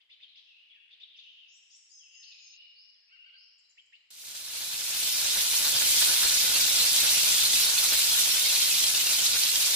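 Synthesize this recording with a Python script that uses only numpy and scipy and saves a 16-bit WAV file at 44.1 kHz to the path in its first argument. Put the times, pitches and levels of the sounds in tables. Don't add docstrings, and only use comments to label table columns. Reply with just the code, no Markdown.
import sys
import numpy as np
from scipy import signal
from scipy.fft import rfft, irfft, next_fast_len
from scipy.io import wavfile
from scipy.ndimage import uniform_filter1d

SR = 44100
rng = np.random.default_rng(int(sys.argv[2]) if len(sys.argv) > 2 else 0)


def store_wav(level_fs):
    pcm = np.round(np.clip(np.atleast_2d(level_fs), -1, 1) * 32767)
    wavfile.write(sys.argv[1], SR, pcm.T.astype(np.int16))


N = 429975
TIME = np.arange(N) / SR

FRY_START_S = 4.104
OPENING_END_S, OPENING_DB = 4.195, -1.5
FULL_DB, FADE_DEPTH_DB, FADE_TIME_CONSTANT_S, DRYING_DB_PER_S = -25.5, 24.5, 0.68, 0.4472
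WET_TREBLE_DB, DULLING_DB_PER_S, TREBLE_HZ = 1.37, 0.2, 7060
GURGLE_DB, GURGLE_ONSET_DB, GURGLE_BUILD_S, GURGLE_EASING_DB_PER_S = -15, -3.5, 0.14, 0.53
LEFT_LAG_S, CUTOFF_HZ = 5.6e-5, 15400
HIGH_PHRASE_END_S, HIGH_PHRASE_HZ = 2.575, 5800

# frequency in Hz, level in dB.
SIZZLE_SPECTRUM = [(650, -29.5), (1100, -17.5), (1340, -19), (1460, -31), (1580, -47), (1820, -14),
                   (2450, -6), (3230, -3), (3680, 0), (5180, -1), (6740, -2.5), (10600, -4), (14200, -9),
                   (15200, -11)]
GURGLE_SPECTRUM = [(20, -14), (32, -3), (60, -8.5), (85, -8), (160, -9.5), (279, -11.5), (486, -9.5),
                   (591, -6.5), (794, -8.5), (905, -6.5), (1300, -9), (1450, -1), (1800, -1), (2340, -60),
                   (3960, -120)]
HISS_SPECTRUM = [(60, 1), (150, -13), (350, -6), (900, -5), (1400, -2.5), (2200, 9.5), (4000, -5),
                 (6500, -12), (15000, -21)]
# centre in seconds, half length in seconds, level change in dB, treble change in dB.
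STEAM_SURGES = [(4.28, 0.025, 2.5, -0.5), (4.357, 0.02, 2, 0.5), (4.562, .03, 3.5, -6),
                (4.825, 0.017, -1.7, -3), (5.077, 0.017, 1.5, 1), (5.465, 0.056, -1.5, 0),
                (5.554, 0.062, 1.1, 0.5), (5.725, 0.016, -2.5, 4), (5.835, 0.054, 1.1, .5),
                (6.032, .05, 2.5, 0), (6.776, 0.026, 2, -5), (7.515, 0.079, -1.4, -0.5),
                (7.95, 0.068, -0.8, 1.5), (8.937, 0.041, -2.5, 2.5), (9.338, 0.067, -0.5, -1),
                (9.436, 0.018, 2, -1), (9.517, .025, -2.5, 1)]
# centre in seconds, change of the low churning in dB.
OIL_HEAVES = [(5.26, 4), (5.37, 2.5), (5.67, 4.5), (5.72, 4.5), (5.77, 2), (5.825, 3.5), (6.11, 5),
              (6.245, 4), (6.5, 3.5), (6.9, 0), (7.04, 4.5), (7.32, 2.5), (7.775, 1), (7.93, 4.5),
              (8.02, -1.5), (8.06, 0), (8.945, 3), (8.74, -3), (9.36, 5), (9.525, -1.5)]
# start in seconds, snap level in dB, ring pitch in Hz, ring level in dB.
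OIL_SPITS = [(5.386, -30, 2200, -37), (5.5116, -18, 3680, -31), (6.231, -26, 1650, -31),
             (6.2963, -11, 3850, -34), (6.457, -30, 2020, -32), (6.609, -24, 4560, -22),
             (6.8, -17, 4070, -20), (7.091, -20, 3580, -38), (7.329, -28, 2060, -34),
             (7.3813, -10, 3350, -26), (7.45, -20, 4150, -21), (7.557, -26, 2520, -26),
             (7.836, -26, 1410, -40), (8.137, -23, 3270, -24), (8.457, -26, 2170, -28),
             (8.554, -22, 3760, -28), (8.7777, -20, 3530, -31), (8.839, -11, 3240, -21.5),
             (8.9478, -13, 3660, -26), (9.068, -10, 2740, -24.5), (9.2605, -16, 4000, -32),
             (9.435, -11, 2800, -37), (9.557, -9.5, 3260, -22)]
# centre in seconds, half length in seconds, level in dB.
BATTER_SPLUTTERS = [(6.231, 0.011, -35.5), (6.26, .018, -39.5), (6.562, 0.017, -42), (7.838, 0.022, -41),
                    (8.26, .02, -48), (9.04, .018, -45)]
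# frequency in Hz, level in dB, time to fall 60 dB in seconds.
PAN_MODES = [(609, 1.5, 0.046), (911, 3.5, 0.046), (1468, 9, 0.051), (1705, 7, 0.05), (2070, 15.5, 0.016),
             (2486, 13.5, 0.026)]

# start in seconds, length in seconds, level in dB, pitch shift in semitones.
CHIRPS = [(0, 0.028, -69, -0.84), (.088, .062, -61, 0.15), (.195, .058, -61, -0.34),
          (.35, 0.053, -60, 0.56), (.9, 0.046, -63.5, .5), (.994, 0.039, -58, .3), (1.165, 0.054, -59, 1)]
DOWNSLURS = [(.226, 0.02, -52.5, 0.5), (.374, 0.02, -59, 1.5), (.695, 0.025, -61, -1.2),
             (.742, 0.03, -61.5, -3), (.926, 0.027, -60.5, .5), (1.028, 0.016, -49.5, 0.8),
             (1.13, 0.036, -60, -2), (1.185, 0.018, -58, 0.2)]
WHISTLES = [(0, 0.028, -69, 1.5), (.705, 0.03, -61.5, 2.5), (2.555, 0.11, -59.5, -0.1),
            (3.1, 0.193, -63, -0.4), (3.63, 0.037, -75, 5.5)]
WARBLED_NOTES = [(.275, .04, -66, 5), (.53, 0.13, -66, -0.5), (.66, 0.12, -72, -3), (.79, .06, -66, -.6),
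                 (1.07, 0.06, -64.5, 2.6), (1.19, .15, -61, -0.3), (1.355, .06, -63, 0.9),
                 (2.09, .11, -63.5, -0.7), (2.221, .08, -62, -0.3), (2.6, 0.075, -71.5, -2.5),
                 (3.07, 0.043, -69, -1.5), (3.15, .24, -68, -0.5)]
SAGGING_WHISTLES = [(.45, 0.1, -67, 0.2), (1.39, 0.1, -65.5, 0.3), (1.985, 0.052, -67, 2.5),
                    (2.01, 0.067, -66.5, 0.2), (2.29, 0.06, -62.5, -0.5), (2.515, 0.042, -64, 0.5)]
WHIPS = [(.338, 0.038, -71, 0), (.885, .045, -68, -5), (1.148, .03, -69.5, 1)]
LOW_SLURS = [(.715, 0.077, -78, -0.54), (2.12, 0.13, -78.5, 0.068), (2.88, .2, -88, 0)]
SWOOPS = [(1.47, 0.13, -67.5, 0.0039), (1.695, 0.09, -62, 0.0036)]
TWIN_NOTES = [(1.888, .13, -60.5, 0.0044), (2.117, 0.15, -62, 0.0051), (2.382, 0.17, -63, 0)]
UPSLURS = [(2.222, .12, -61, 0), (2.735, 0.12, -62.5, 0.016), (3.33, .115, -63, 0)]
CHIPS = [(2.224, .018, -55.5, 0.5), (2.308, 0.028, -60, -0.5), (2.365, 0.037, -64, 0.075),
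         (2.417, 0.033, -64, 1), (2.47, 0.039, -72, -2), (2.517, 0.028, -63, -0.5), (2.6, .03, -67, -0.5),
         (2.642, 0.018, -69, 1), (2.94, .03, -75, -3.5), (3.948, 0.019, -67, 0)]
NASAL_CALLS = [(3.095, 0.08, -67.5, 0), (3.236, 0.068, -67, 0.09), (3.318, .058, -67.5, 0.3)]
TICKS = [(3.578, 0.024, -73, 0.11), (3.692, 0.026, -68, -0.33), (3.855, 0.012, -74, .5)]
PIPS = [(3.768, .04, -58, .7), (3.921, 0.04, -57.5, -0.11)]
# calls, pitch contour
# in Hz, harmonic levels in dB, rasp from 0 to 1, warble as a share of the pitch, echo level in dB.
BIRD_VOICES = [(CHIRPS, [1698, 2696, 3350, 3740, 3183, 2100], [0], 0.66, .03, 1.2),
               (DOWNSLURS, [3810, 3555, 3190, 2600], [0], 0.31, .015, -1.5),
               (WHIPS, [1530, 3570, 4900, 5170, 6760], [0], 0.34, .01, 5.4), (WHISTLES, [2840, 2920, 2940],
               [0], 0.18, 0.0071, 3.7), (WARBLED_NOTES, [2800, 2900, 3100], [0], 0.32, .05, 3.6),
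               (SAGGING_WHISTLES, [3000, 2680, 2450], [0], 0.3, 0.023, 5.4), (LOW_SLURS, [2400, 1900, 1680],
               [0], .3, 0.04, 1.3), (SWOOPS, [5400, 6700, 6950, 7600, 8050], [-2.5], 0.43, .025, 2.6),
               (SWOOPS, [4600, 5450, 5600, 5600, 5420], [-1], 0.36, .02, 3.5),
               (TWIN_NOTES, [7070, 6500, 6170, 5980], [0], 0.12, 0.0044, -1),
               (TWIN_NOTES, [4490, 5280, 5220, 5230], [-2.5], 0.12, .003, 3.6),
               (UPSLURS, [4100, 4675, 5030, 5340, 5490], [-2.5], .12, .01, 6.4),
               (UPSLURS, [3850, 4300, 4580, 4900, 5050], [-7], 0.2, .015, 3.2),
               (CHIPS, [4900, 4390, 3910, 3450], [-1], .5, .035, 2.7),
               (NASAL_CALLS, [619, 750, 790, 717, 610], [-29, -6, -2.5, 1.5, -18, -4], 0.15, .004, -4),
               (TICKS, [6200, 7660, 7240, 5000], [0], 0.15, .003, -1.2),
               (PIPS, [1600, 2270, 2870, 3075, 2860, 2900], [.5], 0.33, .01, -3.5)]


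def frying():
    age = np.maximum(TIME - FRY_START_S, 0)
    level_db = FULL_DB - FADE_DEPTH_DB * np.exp(-age / FADE_TIME_CONSTANT_S) - DRYING_DB_PER_S * age
    level_db += OPENING_DB * (TIME < OPENING_END_S)
    fullness = from_db(0.36 * (level_db - FULL_DB))
    surge_db = sum(db * bump(s, half_s) for s, half_s, db, _ in STEAM_SURGES)
    treble_db = WET_TREBLE_DB - DULLING_DB_PER_S * age
    treble_db += sum(db * bump(s, half_s) for s, half_s, _, db in STEAM_SURGES)
    churn_db = GURGLE_DB + GURGLE_ONSET_DB * np.exp(-age / GURGLE_BUILD_S) - GURGLE_EASING_DB_PER_S * age
    churn_db += sum(db * bump(s, half_s=0.018) for s, db in OIL_HEAVES)
    sizzle = from_db(1.69) * brighten(fizz(fullness), treble_db)
    sizzle += from_db(-4 + drift(21)) * fullness * bubbles()
    churn = from_db(churn_db) * (from_db(-4.5) * gurgle(fullness) + from_db(-3.5) * pan_ring(fullness))
    oil = sizzle * from_db([[0.6], [1.4]]) + churn * from_db([[-1.2], [1.9]])
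    return oil * from_db(level_db + surge_db) * (TIME > FRY_START_S) + spits() + splutters()


def fizz(fullness):
    per_s = 11000 * fullness * from_db(2.2 * drift(110))
    cracks = kitchen(bursts(per_s, spread_db=12), t60=0.59, wet_db=4)
    return colour(cracks, SIZZLE_SPECTRUM, 1620, 13850, flicker_db=1.34, flicker_hz=22, bands=8)


def bubbles(count=1700, middle_hz=3850, pitch_spread=0.42, size_db=2, t60=0.11, rise=0.046):
    t, out = TIME[:SR // 20], np.zeros((2, N + SR // 20))
    chance = rng.random((count, 3))
    scatter = np.clip(rng.standard_normal((count, 3)), -2, 2)
    pitches = np.minimum(middle_hz * np.exp(pitch_spread * rng.standard_normal(count)), CUTOFF_HZ)
    gains = from_db(at_hz(SIZZLE_SPECTRUM, pitches)[:, None] + size_db * scatter[:, :1]
                    + 1.7 * scatter[:, 1:])
    gains = gains * np.exp(2j * np.pi * chance[:, 1:])
    glide = 2j * np.pi * (t + rise * t ** 2 / (2 * t60))
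    decay = from_db(-60 * t / t60)
    for when, hz, gain in zip(chance[:, 0], pitches, gains):
        at = int((FRY_START_S + when * (N / SR - FRY_START_S)) * SR)
        out[:, at:at + len(t)] += np.imag(gain[:, None] * np.exp(hz * glide)) * decay
    return rms_one(out[:, :N]) * np.sqrt(1 - FRY_START_S * SR / N)


def spits(snap_t60=0.026, ring_t60=0.053, rise=0.034):
    volleys, rings = np.zeros((2, N))
    t = TIME[:SR // 10]
    glide = t + rise * t ** 2 / (2 * ring_t60)
    for s, snap_db, hz, ring_db in OIL_SPITS:
        at = round(s * SR) + np.arange(len(t))
        volleys[at] += from_db(snap_db - 60 * t / snap_t60)
        rings[at] += from_db(ring_db - 60 * t / ring_t60) * np.sin(2 * np.pi * hz * glide)
    snaps = band(kitchen(volleys * rng.standard_normal(N), t60=0.07, wet_db=-15), 3200, 6600)
    return from_db(-1) * snaps + at_microphone(rings) + from_db(-0.5) * echoes(rings, t60=0.15)


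def splutters():
    strength = sum(from_db(db) * bump(s, half_s) for s, half_s, db in BATTER_SPLUTTERS)
    flurry = kitchen(bursts(per_s=900, spread_db=2.5), t60=0.08, wet_db=1)
    return strength * rms_one(band(flurry, 750, 2300)) * from_db([[-1.2], [1.2]])


def gurgle(fullness):
    puffs = kitchen(bursts(320 * fullness, spread_db=1.5), t60=0.22, wet_db=0)
    return high_pass(colour(puffs, GURGLE_SPECTRUM, 60, 1200, flicker_db=1.8, flicker_hz=12, bands=5), 19)


def pan_ring(fullness):
    knocks = kitchen(bursts(220 * fullness, spread_db=0), t60=0.2, wet_db=2)
    return rms_one(sum(from_db(db) * ring(knocks, hz, t60) for hz, db, t60 in PAN_MODES))


def birds(rasp_depth=0.069, husk_db=-1, fade_share=0.31):
    direct, far = np.zeros((2, 2, N))
    flutter, wobble = drift(400), drift(90)
    low_husk, high_husk = rng.standard_normal((2, N))
    husk = rms_one(band(band(low_husk, 2300, 4700), 2300, 4700))
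    husk += from_db(-11.5) * rms_one(band(high_husk, 4200, 4800))
    for calls, contour_hz, harmonics_db, rasp, warble, echo_db in BIRD_VOICES:
        for s, length_s, db, semitones in calls:
            at = round(s * SR) + np.arange(round(length_s * SR))
            progress = np.linspace(0, 1, len(at))
            contour = np.interp(progress, np.linspace(0, 1, len(contour_hz)), contour_hz)
            hz = uniform_filter1d(contour, size=len(at) // 6) * 2 ** (semitones / 12)
            bend = 1 + warble * wobble[at] + rasp_depth * rasp * flutter[at]
            phase = 2 * np.pi * np.cumsum(hz * bend) / SR
            tone = sum(gain * np.sin(k * phase) for k, gain in enumerate(from_db(harmonics_db), 1))
            envelope = np.sin(np.pi / 2 * np.minimum(np.minimum(progress, 1 - progress) / fade_share, 1))
            note = from_db(db) * envelope * (tone + from_db(husk_db) * rasp ** 2 * husk[at])
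            is_high = int(hz.mean() > HIGH_PHRASE_HZ and s < HIGH_PHRASE_END_S)
            direct[is_high, at] += note
            far[is_high, at] += from_db(echo_db) * note
    rest, high = (echoes(near, t60=0.055) + echoes(sent, t60=1.56) for near, sent in zip(direct, far))
    still_singing = np.clip((HIGH_PHRASE_END_S - TIME) / 0.005, 0, 1)
    song = high_pass(rest + high * still_singing, 1250)
    treble_cut = signal.butter(10, 8300, fs=SR, output="sos")
    return from_db([[6.5], [4]]) * signal.sosfilt(treble_cut, song)


def faint_hiss():
    noise = rng.standard_normal((2, N))
    hiss = colour(noise, HISS_SPECTRUM, 100, 8000, flicker_db=0, flicker_hz=2.9, bands=2)
    return from_db(-78.5) * high_pass(hiss, 40)


def kitchen(clicks, t60, wet_db):
    keep = from_db(-120 / (t60 * SR))
    energy = signal.lfilter([1 - keep], [1, -keep], clicks ** 2 + 1e-18)
    return at_microphone(clicks) + from_db(wet_db) * np.sqrt(energy) * rng.standard_normal((2, N))


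def echoes(x, t60):
    t = TIME[TIME < 1.2 * t60]
    tails = rng.standard_normal((2, len(t))) * from_db(-60 * t / t60)
    return signal.oaconvolve(x[None], rms_one(tails) / np.sqrt(len(t)), axes=1)[:, :N]


def at_microphone(x):
    taps = np.arange(-16, 17) - LEFT_LAG_S * SR
    return np.array([np.convolve(x, np.sinc(taps) * np.sinc(taps / 16), "same"), x])


def bursts(per_s, spread_db):
    sizes = from_db(spread_db * np.minimum(rng.exponential(1, N), 3)) * rng.choice([-1, 1], N)
    return sizes * (rng.random(N) < per_s / SR)


def ring(clicks, hz, t60):
    r, w = from_db(-60 / (t60 * SR)), 2 * np.pi * hz / SR
    return signal.lfilter([0, np.sin(w)], [1, -2 * r * np.cos(w), r * r], clicks + 1e-18)


def colour(x, spectrum, low_hz, high_hz, flicker_db, flicker_hz, bands):
    size = next_fast_len(N, True)
    hz = np.maximum(np.arange(size // 2 + 1) * SR / size, 1)
    shaped = rfft(x, size) * from_db(at_hz(spectrum, hz))
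    place = np.interp(np.log(hz), np.log([low_hz, high_hz]), [0, bands - 1])
    out = 0
    for k in range(bands):
        part = irfft(shaped * np.maximum(1 - abs(place - k), 0), size)[..., :N]
        out = out + part * from_db(flicker_db * drift(flicker_hz))
    return rms_one(out)


def drift(hz):
    r = np.exp(-40 * np.pi * hz / SR)
    slow = signal.lfilter([1], [1, -2 * r, r * r], rng.standard_normal(N // 20 + 4002))[4000:]
    return np.interp(np.arange(N) / 20, np.arange(len(slow)), rms_one(slow))


def bump(s, half_s):
    out = np.zeros(N)
    near = slice(*np.searchsorted(TIME, [s - 4 * half_s, s + 4 * half_s]))
    out[near] = np.exp(-((TIME[near] - s) / half_s) ** 2)
    return out


def brighten(x, db):
    treble = signal.sosfilt(signal.butter(1, TREBLE_HZ, "high", fs=SR, output="sos"), x)
    return x + (from_db(db) - 1) * treble


def band(x, low_hz, high_hz):
    return signal.sosfilt(signal.butter(2, [low_hz, high_hz], "band", fs=SR, output="sos"), x + 1e-18)


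def high_pass(x, hz):
    return signal.sosfilt(signal.butter(8, hz, "high", fs=SR, output="sos"), x)


def at_hz(spectrum, hz):
    known_hz, db = np.transpose(spectrum)
    return np.interp(np.log(hz), np.log(known_hz), db)


def from_db(db):
    return 10 ** (np.asarray(db) / 20)


def rms_one(x):
    return x / np.sqrt(np.mean(x ** 2) + 1e-20)


def scene():
    return birds() + frying() + faint_hiss()


def record(dry):
    return signal.sosfilt(signal.ellip(14, 0.1, 110, CUTOFF_HZ, fs=SR, output="sos"), dry)


dry = scene()
out = record(dry)
store_wav(out)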